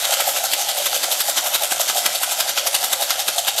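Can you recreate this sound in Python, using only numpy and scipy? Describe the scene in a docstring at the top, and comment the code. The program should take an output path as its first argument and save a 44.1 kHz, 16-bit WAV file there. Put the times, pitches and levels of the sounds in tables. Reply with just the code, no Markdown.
"""A small plastic bottle part-filled with hard beads is shaken to and fro about six times a second.
Ventilation rumbles low in a quiet office from the start, and sliding beads tick along the wall between turns.
At each turn beads pile against one end: noise impacts swell through the resonances of hollow, wall and beads.
From the first turns on, short noise bursts add single cracks and hollow thumps; dull thuds join after half a second.
Room echoes, shifting from turn to turn, trail the bottle, heard close up with the highest treble cut away."""
import sys
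import numpy as np
from scipy import signal
from scipy.fft import rfft, irfft
from scipy.io import wavfile

SR = 44100
rng = np.random.default_rng(int(sys.argv[2]) if len(sys.argv) > 2 else 0)


def to_wav(s):
    """Save 16-bit WAV."""
    ch = np.atleast_2d(s).T  # columns
    pcm = np.round(np.clip(ch, -1, 1) * 32767)  # PCM
    wavfile.write(sys.argv[1], SR, pcm.astype(np.int16))


N = 158760

# Ventilation spectrum. Each row: frequency in Hz, relative density in dB per Hz.
AIR_SPECTRUM = [(15, -46), (25, -5), (65, -5), (91, 6.5), (161, -3), (220, -11), (260, -0.5), (340, -25),
                (570, -120)]
# Turns of the wrist. Each row: time in seconds, reference rattle level in dB, gather time in ms,
# scatter time in ms, reference sliding level after it in dB, hollow level in dB, hollow lead in ms,
# then wall, shell and bead levels in dB relative to the reference rattle level.
WRIST_TURNS = [(0.052, -24, 22, 18, -22.5, -30, 10, -5.5, -0.5, -3),
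               (0.14, -15, 25, 9.9, -23.5, -23, 24, -12.5, -7.5, -5.5),
               (0.205, -16.5, 13, 21, -30, -26, 5, -10, -5, -4.5),
               (0.288, -18.5, 30, 23, -27, -23, 12, -12, -5, -3.5),
               (0.368, -18, 22, 27, -27, -30.5, 22, -13.5, -4, -5.5),
               (0.452, -18, 15, 16, -27, -32.5, 17, -13, -9, -3),
               (0.536, -18.5, 21, 13, -23.5, -31.5, 17, -12.5, -3.5, -2),
               (0.614, -20, 25, 19, -25.5, -23.5, 21, -14, -8.5, -1),
               (0.7, -20, 26, 15, -25.5, -30, 3, -12, -2, -4),
               (0.782, -19.5, 20, 17, -24, -27.5, 2, -28, -5.5, -4.5),
               (0.867, -15.5, 24, 14, -37, -32, 1, -11.5, -7.5, -5),
               (0.958, -15.5, 37, 19, -27, -23, 31, -15, -5, -4),
               (1.041, -17.5, 17, 8.7, -23.5, -36, 1, -6.5, -2, -0.5),
               (1.124, -16, 15, 13, -24.5, -33, 16, -19, -7, -2.5),
               (1.21, -18, 15, 8.9, -25, -51, -7, -9.5, -3.5, -1),
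               (1.295, -17.5, 25, 19, -25.5, -25, 13, -12, -6.5, -1),
               (1.38, -12.5, 14.4, 9.7, -25, -53, -5, -10.5, -8.5, -6.5),
               (1.468, -18, 28, 26, -31.5, -25.5, 9, -11, -8.5, -4),
               (1.552, -15, 18.5, 15, -28, -29, 12, -11, -4.5, -5),
               (1.64, -18.5, 23, 25, -29.5, -23, 22, -11, -4.5, -3.5),
               (1.723, -14.5, 12.5, 10.6, -24.5, -46, 9, -8, -6, -4.5),
               (1.81, -16, 15, 20, -26, -27, -1, -17, -7, -2.5),
               (1.895, -15, 14, 16, -28.5, -34, 14, -10.5, -4.5, -3),
               (1.979, -16.5, 29, 26, -24.5, -24, 9, -16, -6.5, -4),
               (2.064, -17.5, 12, 8, -24.5, -28.5, 2, -4.5, -1, 1),
               (2.158, -19.5, 21, 16, -26.5, -30, 10, -17, -6, -3),
               (2.236, -16.5, 15, 7.6, -24, -30, 28, -8.5, -4, -1),
               (2.323, -17.5, 17, 12, -25.5, -34, 23, -15.5, -7, -6.5),
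               (2.405, -16, 14.5, 14.5, -25.5, -31, 16, -13, -3.5, -3.5),
               (2.497, -17, 21, 18, -30.5, -26.5, 25, -12.5, -6.5, -7),
               (2.584, -15, 14.4, 15.6, -26, -35, 14, -13, -3.5, -4.5),
               (2.673, -14, 11.4, 11, -25, -27, 2.5, -13.2, -7.5, -2),
               (2.751, -13.5, 11.5, 13, -27, -34, 15, -11.5, -6, -6.5),
               (2.844, -15, 22, 19, -27.5, -25, 11.5, -15, -10, -5.5),
               (2.932, -13.5, 12, 9.3, -26.5, -31, 9, -10, -6.5, -5),
               (3.026, -16, 16, 22, -27, -25.5, 23, -16, -8, -3),
               (3.111, -14.5, 12, 10.5, -24.5, -28.5, 1, -11, -3.5, -7),
               (3.202, -18, 14, 27, -29.5, -31, 12, -16.5, -7, -8.5),
               (3.283, -11.5, 6.6, 12.3, -23.5, -32, -4, -10.5, -7.5, -7),
               (3.389, -15.5, 16, 12, -28.5, -25.5, 12, -26, -7.5, -6.5),
               (3.483, -16.5, 10, 11, -27, -28.5, 4, -8.5, -3, -2),
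               (3.586, -13.5, 9, 13, -29, -24.5, -5, -16, -6, -7.5)]
# Resonances by part of the bottle. Each row: frequency in Hz, nominal width in Hz, relative level in dB.
HOLLOW_MODES = [(580, 101, 3.5), (710.4, 146, 5), (810, 76, 3)]
WALL_MODES = [(200, 290, -26.5), (372, 210, -12.5), (972, 270, -4.5), (1374, 234, -1), (1618, 280, -4.5),
              (2010, 236, -5), (2192, 490, -6.5)]
SHELL_MODES = [(2650, 530, -3), (3100, 354, 1.5), (3440, 230, 0), (3750, 317, 2), (4410, 550, 0),
               (4920, 570, -3.5)]
RATTLE_MODES = [(5430, 330, -2.5), (6230, 1200, -0.1), (7470, 890, -0.3), (8740, 2170, -2.5)]
BEAD_MODES = [(10050, 3400, -3), (11800, 2300, 4.5), (13220, 1670, 8), (15600, 1100, 3.5)]
# Single hard impacts that stand out. Each row: time in seconds, peak levels of shell, beads and wall
# in dB, favoured shell pitch in Hz.
BEAD_CRACKS = [(0.0444, -19, -20, -22, 4300), (0.0518, -11, -9, -33, 3450), (0.1242, -17, -8, -24, 3500),
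               (0.1393, -25, -9, -23, 3750), (0.1685, -21, -21, -20, 3110), (0.194, -25, -13, -27, 4180),
               (0.2074, -12, -10, -26, 3270), (0.3627, -17, -13, -17.5, 2970), (0.3701, -23, -5, -22, 3450),
               (0.44, -22, -7, -28, 2740), (0.5337, -10.5, -21, -20, 3180), (0.6923, -18, -6, -17, 3750),
               (0.7673, -22, -20, -19, 3660), (0.7863, -23, -6, -27, 3500), (0.8585, -14, -12, -23, 3280),
               (0.8645, -13.5, -15, -17, 3520), (0.929, -16, -12, -16.5, 3980),
               (0.949, -18, -25, -21, 3960), (0.9585, -21, -11, -24, 3500), (1.0365, -13.5, -4, -24, 4740),
               (1.1156, -11.5, -17, -21.5, 3640), (1.1222, -17, -8, -28, 3730),
               (1.2032, -25, -8, -20, 3700), (1.2134, -14, -9, -22, 4140), (1.2868, -21, -10, -27, 4240),
               (1.3743, -15, -19, -15, 3270), (1.3837, -11, -21, -33, 3330), (1.5314, -29, -11, -23, 3020),
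               (1.5443, -19, -1.5, -24, 3640), (1.5577, -17, -10, -22, 3570), (1.622, -21, -7, -30, 3840),
               (1.6331, -22, -12, -25, 3540), (1.6456, -16, -9, -25, 3040), (1.711, -15, -15, -33, 3090),
               (1.719, -22, -17, -25, 3400), (1.7228, -22, -9, -16, 3500), (1.7967, -20, -10, -24, 3420),
               (1.883, -17, -18, -22, 4270), (1.8982, -22, -15, -17, 3520), (1.9697, -13.5, -15, -20, 3670),
               (1.989, -17, -12, -29, 3500), (2.0507, -17, -13, -25, 3300),
               (2.0572, -12.5, -7, -12.5, 3240), (2.0618, -13, -2.5, -15.5, 4600),
               (2.156, -12, -15, -28, 3700), (2.232, -21, -16, -15, 3250), (2.312, -18, -17, -25, 3460),
               (2.4024, -13, -12, -15.5, 3540), (2.406, -11.5, -8, -25, 3600),
               (2.4778, -15, -18, -34, 3900), (2.495, -27, -7, -31, 3690), (2.4987, -21, -10, -26, 3520),
               (2.5754, -15.5, -14, -17, 3450), (2.5838, -18, -20, -19, 3200),
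               (2.6678, -17, -15, -16, 2960), (2.672, -21, -13, -21, 3540), (2.7424, -14, -16, -21, 3640),
               (2.7501, -11, -7, -25, 3220), (2.839, -26, -12, -22, 3430), (2.8448, -28, -5, -23, 3500),
               (2.9304, -11.5, -3, -25, 3430), (3.022, -12.5, -15, -24, 4000),
               (3.1046, -15, -6, -15.5, 4200), (3.1929, -14, -11, -23, 3670), (3.2016, -18, -12, -23, 3530),
               (3.282, -10, -19, -14, 3600), (3.3821, -8, -17, -24, 3640), (3.4473, -17, -13, -28, 3430),
               (3.4675, -21, -18, -19, 3740), (3.475, -20, -12, -25, 3670),
               (3.4809, -11.5, -12, -12.5, 3650), (3.4863, -29, -7, -22, 3550),
               (3.563, -22, -13, -34, 3100), (3.581, -15, -18, -32, 3660), (3.5862, -15, -15, -26, 3500)]
# Single thumps on the hollow end. Each row: time in seconds, peak level in dB, favoured pitch in Hz.
HOLLOW_THUMPS = [(0.092, -19.5, 630), (0.119, -15.5, 690), (0.168, -22, 630), (0.197, -21, 829),
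                 (0.259, -28, 727), (0.273, -14, 740), (0.404, -21.5, 656), (0.437, -14.5, 755),
                 (0.563, -23, 640), (0.666, -25.5, 800), (0.748, -24, 694), (0.8, -25, 726),
                 (0.961, -17, 633), (1.036, -23, 594), (1.082, -19.5, 630), (1.105, -24, 660),
                 (1.118, -22, 620), (1.242, -25, 735), (1.283, -22, 650), (1.292, -15.5, 630),
                 (1.373, -24, 756), (1.44, -20, 690), (1.455, -18, 720), (1.623, -16, 690),
                 (1.645, -21.5, 710), (1.719, -17.5, 810), (1.766, -23.5, 744), (1.797, -12, 696),
                 (1.812, -27, 580), (1.896, -23, 810), (1.955, -19, 696), (1.979, -19, 736),
                 (2.146, -19.5, 670), (2.273, -20, 770), (2.318, -18, 700), (2.46, -22, 646),
                 (2.567, -24, 785), (2.631, -31, 640), (2.658, -18, 716), (2.738, -21, 818),
                 (2.823, -24, 726), (2.997, -22, 780), (3.016, -22, 800), (3.106, -30, 810),
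                 (3.179, -21.5, 720), (3.195, -23.5, 714), (3.282, -24, 900), (3.365, -25, 710),
                 (3.392, -22, 700), (3.468, -28, 592), (3.483, -20, 820)]
# The whole heap landing at once on the wall. Each row: time in seconds, peak level in dB.
HEAP_THUDS = [(0.53, -34), (0.862, -43), (1.032, -45), (1.376, -34), (1.55, -34), (1.717, -28),
              (1.895, -34.5), (2.054, -30), (2.749, -34.5), (2.842, -31), (3.284, -39), (3.482, -37)]

TURN_SAMPLES = np.array(WRIST_TURNS)[:, 0] * SR
AIR_DB = -62
IMPACTS_PER_S, KNOCKS_PER_S = 4200, 1500  # beads on the body; knocks on the hollow end
SIZE_SPREAD_DB, BIGGEST_DRAW = 3.3, 1.55  # dB per unit of the size draw; cap on that draw
COLOUR_SPREAD_DB, LANDING_SPREAD_DB = 3.2, 2  # from impact to impact; from turn to turn
CONTACT_MS = 0.9  # chatter decay of each impact
HOLLOW_SPREAD_MS, HOLLOW_SLIDE_DB, HOLLOW_FALL_MS_PER_OCT = 18.2, -36.5, 26
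RATTLE_DB = -5  # against the reference rattle and sliding levels
SLIDE_WALL_DB, SLIDE_SHELL_DB, SLIDE_BEAD_DB = -13, -7, -8  # against the reference sliding level
CRACK_MS, THUMP_MS, THUD_MS = 1.4, 1.2, 0.5  # decay of the contact noise
FAVOUR_DB_PER_OCT = 75  # loss away from the favoured pitch
ROOM_T60_S, ROOM_DB, ROOM_TOP_HZ, POSITIONS = 0.66, -11.5, 9900, 6
ROLLOFF_HZ, SHELF_DB, TOP_HZ = 13150, -21.5, 15730


def undb(db):
    """Turn decibels into an amplitude factor."""
    return 10 ** (np.asarray(db) / 20)


def rms(x):
    """Root-mean-square level."""
    return np.sqrt(np.mean(x ** 2))


def air():
    """Low ventilation rumble: white noise shaped by its spectrum."""
    hz = np.arange(N // 2 + 1) * SR / N + 1e-3
    table_hz, table_db = np.array(AIR_SPECTRUM).T
    shape = undb(np.interp(np.log(hz), np.log(table_hz), table_db))
    rumble = irfft(rfft(rng.standard_normal(N)) * shape, N)
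    return undb(AIR_DB) * rumble / rms(rumble)


def ring(x, hz, width_hz, order=2):
    """Resonant stages in a row; white input keeps its density at the centre."""
    b, a = signal.iirpeak(hz, hz / (1.635 * width_hz), fs=SR)
    for _ in range(order):
        x = signal.lfilter(b, a, x)
    return x


def swell(times, db, rise_ms, fall_ms):
    """Summed power of humps that rise and fall 7.15 dB in the given times (2 ms at least)."""
    coarse = np.arange(0, N, 32)
    t, power = coarse / SR, 0
    for at, peak_db, rise, fall in zip(times, db, rise_ms, fall_ms):
        distance = 1000 * (t - at) / np.where(t < at, max(rise, 2), max(fall, 2))
        power = power + undb(peak_db - 7.15 * np.abs(distance) ** 1.034) ** 2
    return np.interp(np.arange(N), coarse, power)


def draw_impacts():
    """Impacts at random moments, their sizes spread in dB by a capped exponential draw."""
    count = int(IMPACTS_PER_S * N / SR)
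    at = rng.integers(0, N, count)
    draw = np.minimum(rng.exponential(size=count), BIGGEST_DRAW)
    return at, undb(SIZE_SPREAD_DB * draw)


def rain(modes, at, size, force, ms_per_oct=0, order=2):
    """All impacts ring one part; each chatters briefly and hits every resonance with its own strength."""
    out = 0
    for hz, width, db in modes:
        hits = np.zeros(N)
        colour_db = COLOUR_SPREAD_DB * np.clip(rng.standard_normal(len(at)), -2, 2)
        np.add.at(hits, at, size * undb(colour_db))
        decay = np.exp(-2000 / (CONTACT_MS * SR))  # smooths power, hence 2000
        chatter = np.sqrt(signal.lfilter([1], [1, -decay], hits ** 2)) * rng.standard_normal(N)
        landing = np.interp(np.arange(N), TURN_SAMPLES, rng.standard_normal(len(TURN_SAMPLES)))
        chatter = chatter * undb(LANDING_SPREAD_DB * landing)
        steady_level = rms(ring(chatter, hz, width, order))
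        # with a pitch fall, lower modes swell later than higher ones
        delay = int(ms_per_oct * np.log2(modes[1][0] / hz) * SR / 1000)
        ringing = ring(chatter * np.roll(force, delay), hz, width, order)
        out = out + undb(db) * np.sqrt(width) * ringing / steady_level
    return out / np.sqrt(sum(undb(db) ** 2 * width for _, width, db in modes))


def hollow_knocks(size):
    """Knocks on the hollow end, whose pitch sinks through each landing."""
    turns = np.array(WRIST_TURNS, float).T
    count = int(KNOCKS_PER_S * N / SR)
    at = rng.integers(0, N, count)
    spread_ms = np.full(len(turns[0]), HOLLOW_SPREAD_MS)
    landing_power = swell(turns[0] - turns[6] / 1000, turns[5], spread_ms, spread_ms)
    force = np.sqrt(landing_power + undb(HOLLOW_SLIDE_DB) ** 2)
    return rain(HOLLOW_MODES, at, np.sqrt(size[:count]), force, HOLLOW_FALL_MS_PER_OCT, order=3)


def rattle(at, size):
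    """Dense bead impacts ring wall, shell and beads, swelling at each turn and sliding in between."""
    turn_s, level_db, gather_ms, scatter_ms, slide_db, _, _, wall_db, shell_db, bead_db = \
        np.array(WRIST_TURNS, float).T
    between_s = (turn_s + np.append(turn_s[1:], N / SR)) / 2
    slide_power = undb(np.interp(np.arange(N) / SR, between_s, slide_db)) ** 2

    def part(modes, turn_db, sliding_db):
        landing_power = swell(turn_s, level_db + turn_db, gather_ms, scatter_ms)
        return rain(modes, at, size, np.sqrt(landing_power + slide_power * undb(sliding_db) ** 2))

    return (part(WALL_MODES, wall_db, SLIDE_WALL_DB) + part(SHELL_MODES, shell_db, SLIDE_SHELL_DB)
            + part(RATTLE_MODES, RATTLE_DB, RATTLE_DB) + part(BEAD_MODES, bead_db, SLIDE_BEAD_DB))


def blows(times, db, modes, ms, pitch_hz=None, order=2):
    """Short noisy contacts through a set of resonances, scaled to their peak; a given pitch is favoured."""
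    length = 1024
    out, t = np.zeros(N + length), np.arange(length) / SR
    for n, (at, peak_db) in enumerate(zip(times, db)):
        push = rng.standard_normal(length) * np.exp(-1000 * t / ms)
        blow = 0
        for k, (hz, width, mode_db) in enumerate(modes):
            if pitch_hz is not None:
                mode_db = mode_db - FAVOUR_DB_PER_OCT * abs(np.log2(hz / pitch_hz[n]))
            # neighbouring modes alternate in sign
            blow = blow + (-1) ** k * undb(mode_db) * ring(push, hz, width, order)
        start = int(np.clip(at * SR, 0, N))
        out[start:start + length] += undb(peak_db) * blow / np.abs(blow).max()
    return out[:N]


def cracks():
    """Single beads crack on the shell, ringing it, the beads and the upper wall modes."""
    at, shell_db, bead_db, wall_db, pitch_hz = np.array(BEAD_CRACKS, float).T
    return (blows(at, shell_db, SHELL_MODES, CRACK_MS, pitch_hz)
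            + blows(at, wall_db, WALL_MODES[2:], CRACK_MS)
            + blows(at, bead_db, RATTLE_MODES + BEAD_MODES, CRACK_MS))


def thumps():
    """Single beads thump the hollow end, each favouring one pitch."""
    at, peak_db, pitch_hz = np.array(HOLLOW_THUMPS, float).T
    return blows(at, peak_db, HOLLOW_MODES, THUMP_MS, pitch_hz, order=3)


def thuds():
    """The whole heap knocks dully on the two lowest wall modes."""
    at, peak_db = np.array(HEAP_THUDS).T
    return blows(at, peak_db, WALL_MODES[:2], THUD_MS)


def room(dry):
    """The hand keeps moving, so the decaying-noise echoes change from one turn to the next."""
    t, wet = np.arange(SR // 2) / SR, 0
    place = rng.integers(0, POSITIONS, len(TURN_SAMPLES))
    for k in range(POSITIONS):
        fade = undb(-60 * t / ROOM_T60_S) * np.clip(t / 0.00094, 0, 1)  # 0.94 ms onset
        tail = rng.standard_normal(len(t)) * fade
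        tail = signal.lfilter(*signal.butter(1, ROOM_TOP_HZ, fs=SR), tail)
        share = np.sqrt(np.interp(np.arange(N), TURN_SAMPLES, place == k))
        wet = wet + signal.fftconvolve(dry * share, tail / np.sqrt(np.sum(tail ** 2)))[:N]
    return undb(ROOM_DB) * wet


def scene():
    """The shaken bottle, its room echoes and the ventilation."""
    at, size = draw_impacts()
    bottle = hollow_knocks(size) + rattle(at, size) + cracks() + thumps() + thuds()
    return (bottle + room(bottle) + air())[None]


def record(dry):
    """Output filter: the treble drops to a low level above ROLLOFF_HZ and is cut steeply at TOP_HZ."""
    body = signal.sosfilt(signal.butter(10, ROLLOFF_HZ, fs=SR, output="sos"), dry)
    treble = signal.sosfilt(signal.butter(4, ROLLOFF_HZ, "high", fs=SR, output="sos"), dry)
    steep_cut = signal.ellip(14, 0.3, 82, TOP_HZ, fs=SR, output="sos")
    return signal.sosfilt(steep_cut, body + undb(SHELF_DB) * treble)


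dry = scene()
out = record(dry)
to_wav(out)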